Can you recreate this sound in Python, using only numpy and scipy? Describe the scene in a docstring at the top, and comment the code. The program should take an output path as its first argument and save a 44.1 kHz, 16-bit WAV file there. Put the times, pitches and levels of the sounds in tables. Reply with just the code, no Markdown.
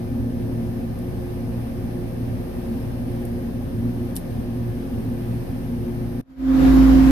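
"""Several induction motors hum and beat in rumbling, hissing room air, with a faint mains buzz behind them.
A test probe ticks three times on a contact, each tick led in by a short bright scrape.
An edit then cuts this workshop bench and fades in a control cabinet, its cooling fan droning close by.
Hums and buzz are summed sines; air is random spectra with resonances; ticks are decaying noise."""
import sys
import numpy as np
from scipy import signal
from scipy.fft import rfft, irfft
from scipy.io import wavfile
from scipy.ndimage import uniform_filter1d

SR = 44100
rng = np.random.default_rng(int(sys.argv[2]) if len(sys.argv) > 2 else 0)


def to_wav(s):
    """Save 16-bit WAV."""
    ch = np.atleast_2d(s).T  # columns
    pcm = np.round(np.clip(ch, -1, 1) * 32767)  # PCM
    wavfile.write(sys.argv[1], SR, pcm.astype(np.int16))


N = 313533


def gain_of(db):
    """Decibels to amplitude."""
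    return 10 ** (np.asarray(db) / 20)


def read(points, hz):
    """A table value at each frequency, joined on a log axis."""
    point_hz, value = np.transpose(points)
    return np.interp(np.log(hz + 1), np.log(point_hz + 1), value)


def over_time(rows):
    """Every column of a curve table at each sample, joined by straight lines."""
    time_s, *columns = np.transpose(rows)
    return [np.interp(np.arange(N) / SR, time_s, column) for column in columns]


def drift(top_hz):
    """Slow wandering of rms 1: twelve sines up to top_hz, the slower ones stronger."""
    hz, start = np.geomspace(top_hz / 20, top_hz, num=12), rng.random(12)
    t = np.arange(0, N, 100) / SR
    sines = np.sin(2 * np.pi * (hz * t[:, None] + start))
    slow = (sines / np.sqrt(hz)).sum(1)
    return np.interp(np.arange(N) / SR, t, slow / slow.std())


def tone(hz, db, pan_db, lead, start=None):
    """A stereo sine of mean power db; pan_db and lead (radians) favour the left, start is in turns."""
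    if start is None:
        start = rng.random()
    angle = 2 * np.pi * (np.cumsum(hz * np.ones(N)) / SR + start)
    side = np.array([[.5], [-.5]])
    share = gain_of(side * pan_db)
    return 2 * gain_of(db) * share / np.linalg.norm(share) * np.sin(angle + side * lead)


def noise(colour, modes, same, lead, lean, from_hz, patchy_db, size):
    """Stereo noise from random short-time spectra with resonant lifts; its mid has rms 1 above from_hz."""
    frames, hz = 4 * N // size + 5, np.fft.rfftfreq(size, 1 / SR)
    a, b, c, d, patches = rng.standard_normal((frames, len(hz), 5)).T
    # smooth level patches across pitch, then across time
    patches = uniform_filter1d(patches, size=size // 100, axis=0)
    patches = uniform_filter1d(patches, size=6, axis=1)
    db = read(colour, hz)
    db = db + sum(lift / (1 + (2 * (hz - f) / width) ** 2) for f, width, lift in modes)
    level = gain_of(db[:, None] + patchy_db * patches / patches.std())
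    # the right side shares part of the left, and lags it
    like = np.clip(read(same, hz), -1, 1)[:, None]
    left = a + 1j * b
    right = like * left + np.sqrt(1 - like ** 2) * (c + 1j * d)
    right = right * np.exp(-1j * read(lead, hz))[:, None]
    half = gain_of(read(lean, hz) / 2)[:, None]
    z = np.array([left * half, right / half]) * level
    x = signal.istft(z, nperseg=size, noverlap=size * 3 // 4)[1][:, :N]
    power = abs(z.mean(0)) ** 2
    share = np.sum(power[hz > from_hz]) / np.sum(power)
    return x / np.sqrt(share * np.mean(x.mean(0) ** 2))


SHAFT_HZ = 29.666
# unbalance hum at the shaft speed: time_s, level_db
SHAFT_HUM = [(0.0, -41.5), (6.2, -39)]
# leading motor tones, near shaft orders 4, 8 and 12: pitch_hz, level_db, left_right_db, left_lead_rad
LEADING_TONES = [(118.59, -36.5, 0, .15), (237.32, -39.5, .5, .2), (356.05, -42.5, -2, .2)]
# neighbouring tones, from other motors or mains hum, one list per leading tone:
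# pitch_hz, level_db, loudest_beat_s, left_right_db
NEIGHBOUR_TONES = [
    [(117.39, -40, 3.002, 0), (115.66, -40, 2.945, .5), (119.96, -42, 3.099, .5)],
    [(229.52, -43.5, 3.081, .5), (241.82, -44.5, 3.208, .5)],
    [(354.55, -46.5, 3.285, 7), (351.64, -51, 3.149, -9), (359.93, -59, 3.069, -4)],
]
# motor and fan tones, levels before their drift: pitch_hz, level_db, left_right_db, left_lead_rad
MOTOR_TONES = [(59.22, -42, 0, .1), (88.95, -47, 0, .4), (148.12, -46.5, 0, 0), (175.42, -49, 2, .2),
               (177.31, -43.5, 1, -.1), (179.9, -50, 0, 0), (263.7, -43, 6, .1), (474.74, -56, 4, 1),
               (526.26, -54, 3, 1.3), (531.85, -54, -4, 1), (538.75, -50, -1, 1.1), (593.2, -60, 2, .7),
               (701.64, -64, 6, 1.7), (712.11, -61, 4, .8), (808.08, -62, 17, -1.5), (830.6, -63, 3, .3),
               (1063.66, -69, 2, -.8), (1077.5, -65, 9, -2.4), (1346.8, -72, -10, 3),
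               (1612.4, -71, -4, 1.4), (1749.2, -67, 10, -2)]


def motors():
    """Close-pitched hum sines drift in and out of step and beat; further tones waver in level."""
    out = tone(SHAFT_HZ, over_time(SHAFT_HUM)[0], -0.73, 0)
    for (hz, db, pan_db, lead), neighbours in zip(LEADING_TONES, NEIGHBOUR_TONES):
        start = rng.random()
        out += tone(hz, db, pan_db, lead, start)
        for other_hz, other_db, beat_s, other_pan_db in neighbours:
            # start phase that brings both tones into step at beat_s
            other_start = start + (hz - other_hz) * beat_s
            out += tone(other_hz, other_db, other_pan_db, lead, other_start)
    for hz, db, pan_db, lead in MOTOR_TONES:
        out += tone(hz, db + 1.24 * drift(2.07), pan_db, lead)
    return out


MAINS_HZ = 59.978
# faint buzz outline for even multiples, before random scatter: pitch_hz, level_db
BUZZ_OUTLINE = [(600, -76), (1200, -78), (1800, -79), (2100, -80), (3000, -86), (4300, -83), (5000, -82),
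                (6150, -81), (6400, -92), (7000, -92)]
# extra tones on multiples that stand out: mains_multiple, level_db, left_right_db, left_lead_rad
STRONG_BUZZ = [(15, -71, -8, -.6), (20, -66, -12, -1.8), (25, -69, 6, 2), (26, -69, 16, 1.2),
               (28, -72, 10, 1.9), (30, -70, -2, -.2), (84, -78, -6, .2), (90, -79, 0, -.6),
               (102, -80, 1, 0)]


def mains_buzz():
    """Multiples of the mains, odd ones weaker, each scattered unevenly by the room."""
    multiples = np.arange(10, 117)
    luck = rng.standard_normal((len(multiples), 3))
    outline_db = read(BUZZ_OUTLINE, multiples * MAINS_HZ)
    db = outline_db - 6.0 * (multiples % 2) + 2.0 * luck[:, 0]
    out = np.zeros((2, N))
    for k, level_db, (_, pan, lead) in zip(multiples, db, luck):
        out += tone(k * MAINS_HZ, level_db, 8.0 * pan, 2 * lead)
    for k, level_db, pan_db, lead in STRONG_BUZZ:
        out += tone(k * MAINS_HZ, level_db, pan_db, lead)
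    return out


RUMBLE_DB, HISS_DB = -28.5, -50  # the hiss level also drifts
# rumble colour, relative: pitch_hz, level_db_per_hz
RUMBLE_COLOUR = [(20, -38), (55, -20), (62, -13), (100, -7), (135, -9.5), (190, -11), (225, -10), (275, -9),
                 (300, -17), (415, -22), (535, -19.5), (575, -24), (800, -24), (1000, -65)]
# room resonances: pitch_hz, width_hz, lift_db
ROOM_RESONANCES = [(41.8, 13, 13), (73, 8.6, 10), (85, 9.3, 4), (110, 8.9, 7), (114, 8.4, 5.5),
                   (231, 11.7, 7), (238.6, 15, 10), (261, 6.4, 1.5), (264, 11.7, 8), (331, 42, 3),
                   (364.2, 37.5, 10), (447.5, 11.5, 9), (476.3, 14, 7), (646, 77, 4)]
# hiss colour, relative: pitch_hz, level_db_per_hz
HISS_COLOUR = [(500, -63), (800, -13), (1400, -22.5), (1730, -21.5), (2500, -23.5), (3610, -28.5),
               (5210, -30.5), (6600, -38), (7550, -39.5), (9100, -29), (10500, -30), (12300, -24.5),
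               (13300, -34.5), (14500, -26.5)]
# duct resonances: pitch_hz, width_hz, lift_db
DUCT_RESONANCES = [(934, 32, 6), (1218, 97, 3), (1660, 280, 1.5), (2100, 62, 1)]
# stereo likeness, 1 being identical in left and right: pitch_hz, likeness
ROOM_LIKENESS = [(60, 0.93), (270, 1), (300, 0.21), (520, 0.29), (700, 0.09), (1400, 0.1), (14000, 0.022)]
# phase lead of the left: pitch_hz, left_lead_rad
ROOM_LEAD = [(30, 2), (280, 0.07), (520, 0.5), (620, 4), (800, 2.5), (1400, 3)]
# stereo balance: pitch_hz, left_right_db
ROOM_BALANCE = [(60, -3.5), (130, 1.5), (290, -0.5), (630, 2), (1370, -1), (2980, 1.5), (6510, -3),
                (14200, 1.5)]


def room_air():
    """Low rumble lifted by room modes, and ventilation hiss with microphone noise."""
    stereo = ROOM_LIKENESS, ROOM_LEAD, ROOM_BALANCE
    rumble = noise(RUMBLE_COLOUR, ROOM_RESONANCES, *stereo, 20, patchy_db=1.0, size=8192)
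    hiss = noise(HISS_COLOUR, DUCT_RESONANCES, *stereo, 900, patchy_db=.9, size=1024)
    return gain_of(RUMBLE_DB) * rumble + gain_of(HISS_DB + 0.67 * drift(4.3)) * hiss


# probe ticks, each scraping just before contact:
# start_s, tick_db, scrape_s, scrape_db, left_right_db, body_below_7khz_db
PROBE_TICKS = [ (.9893, -42, .004, -60, -.5, -15), (3.2526, -37, .004, -60, -2, -12),
               (4.1654, -21.5, .0125, -35, 0, -3)]
# noise colour of tick and scrape, relative: pitch_hz, level_db_per_hz
PROBE_COLOUR = [(1800, -40), (2500, -18), (2800, -9), (5700, -8), (7080, -15), (8430, -8), (9240, -1),
                (11200, -5), (12500, 0), (13200, -10), (14600, -12)]


def probe():
    """A bright scrape, a sharp tick with a rebound, and the bench reflecting it."""
    out = np.zeros((2, N))
    before = 1000  # samples kept ahead of contact
    t = np.arange(-before, 4000) / SR
    hz, after = np.fft.rfftfreq(len(t), 1 / SR), np.maximum(t, 0)
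    for start_s, tick_db, scrape_s, scrape_db, pan_db, body_db in PROBE_TICKS:
        strike = gain_of(-60 * after / .008)  # falls 60 dB in 8 ms
        rebound = gain_of(-14.0) * np.exp(-((t - .0065) / .0015) ** 2)
        reflection = gain_of(-13.5 - 60 * after / .12)
        tick = gain_of(tick_db) * (strike + rebound + reflection) * (t >= 0)
        scrape = gain_of(scrape_db) * np.clip((t + scrape_s) / .004, 0, 1) * (t < 0)
        shared, own = rng.standard_normal(len(t)), rng.standard_normal((2, len(t)))
        z = rfft(0.5 * shared + 0.98 * own) * gain_of(read(PROBE_COLOUR, hz))
        # one noise, with its range below 7 kHz set apart for tick and scrape
        grit = irfft(z * gain_of(body_db * (hz < 7000)), len(t))
        thin = irfft(z * gain_of(-9.0 * (hz < 7000)), len(t))
        sound = tick * grit / grit.std() + scrape * thin / thin.std()
        at = round(start_s * SR) - before
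        out[:, at:at + len(t)] += sound * gain_of([[pan_db / 2], [-pan_db / 2]])
    return out


# bench level at the edit; the cabinet opens at the last row: time_s, level_db
BENCH_CUT = [(6.213, 0), (6.2145, -25), (6.2355, -22), (6.2362, -80)]
# cabinet swell, airflow and tones rising unevenly, airflow mostly ahead early on:
# time_s, tones_db, airflow_db
CABINET_FADER = [(6.24, -59, -46), (6.31, -31.5, -28.5), (6.355, -36, -31.5), (6.4, -19.5, -18.5),
                 (6.5, -7, -9), (6.61, -5.5, -1.5), (6.655, -1, 0), (6.83, 0, -0.5), (7.11, 0.5, 0)]
# blade, motor and panel tones before fader and waver: pitch_hz, level_db, left_right_db, left_lead_rad
FAN_TONES = [(263.95, -13, -3, .2), (58.9, -20, 0, -.9), (150.4, -33, -1, -2.2)]
# rms waver of each fan tone: pitch_waver_hz, level_waver_db
FAN_TONE_WAVER = [(.3, 2), (.3, -1.5), (1.5, 2)]
FAN_AIR_DB = -33  # airflow level before the fader
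# airflow colour, relative: pitch_hz, level_db_per_hz
FAN_AIR_COLOUR = [(12, -48), (30, -25), (100, -23.5), (200, -25.5), (250, -17), (340, -22), (410, -32),
                  (900, -34), (1700, -38), (2500, -45), (5000, -51), (9130, -62), (12400, -52.5),
                  (14600, -63)]
# sheet-metal cabinet resonances: pitch_hz, width_hz, lift_db
CABINET_RESONANCES = [(72, 9.7, 11), (154.3, 15, 11.5), (312, 22, 12.5), (524, 56, 12.5), (730, 50, 6.5)]
# stereo likeness of the airflow, 1 being identical: pitch_hz, likeness
FAN_LIKENESS = [(60, 0.14), (130, 0.0067), (290, 0.1), (630, 0.014), (14000, 0.017)]
# stereo balance of the airflow: pitch_hz, left_right_db
FAN_BALANCE = [(60, 14), (150, -3), (370, -0.5), (920, 1.5), (2300, 0.5), (5720, 1.5), (14200, 1.0)]


def cabinet():
    """Fan tones that waver a little, over airflow coloured by the sheet-metal box, faded in."""
    tones_db, air_db = over_time(CABINET_FADER)
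    lead = [(20, 0), (500, 0.053)]  # pitch_hz, left_lead_rad
    airflow = noise(FAN_AIR_COLOUR, CABINET_RESONANCES, FAN_LIKENESS, lead, FAN_BALANCE,
                    600, patchy_db=1.17, size=2048)
    out = gain_of(FAN_AIR_DB + air_db) * airflow
    for (hz, db, pan_db, lead), (waver_hz, waver_db) in zip(FAN_TONES, FAN_TONE_WAVER):
        pitch_hz = hz + waver_hz * drift(8.0)
        level_db = db + tones_db + waver_db * drift(6.7)
        out += tone(pitch_hz, level_db, pan_db, lead)
    return out * (np.arange(N) / SR > BENCH_CUT[-1][0])


def scene():
    """The bench until the edit, then the cabinet."""
    bench = motors() + mains_buzz() + room_air() + probe()
    return bench * gain_of(over_time(BENCH_CUT)[0]) + cabinet()


EDGE_HZ = 14520


def record(dry):
    """The band limit of the recorder: a steep low-pass filter at EDGE_HZ."""
    low_pass = signal.firwin(511, EDGE_HZ, window=("kaiser", 9), fs=SR)
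    return signal.oaconvolve(dry, low_pass[None], "same")


dry = scene()
out = record(dry)
to_wav(out)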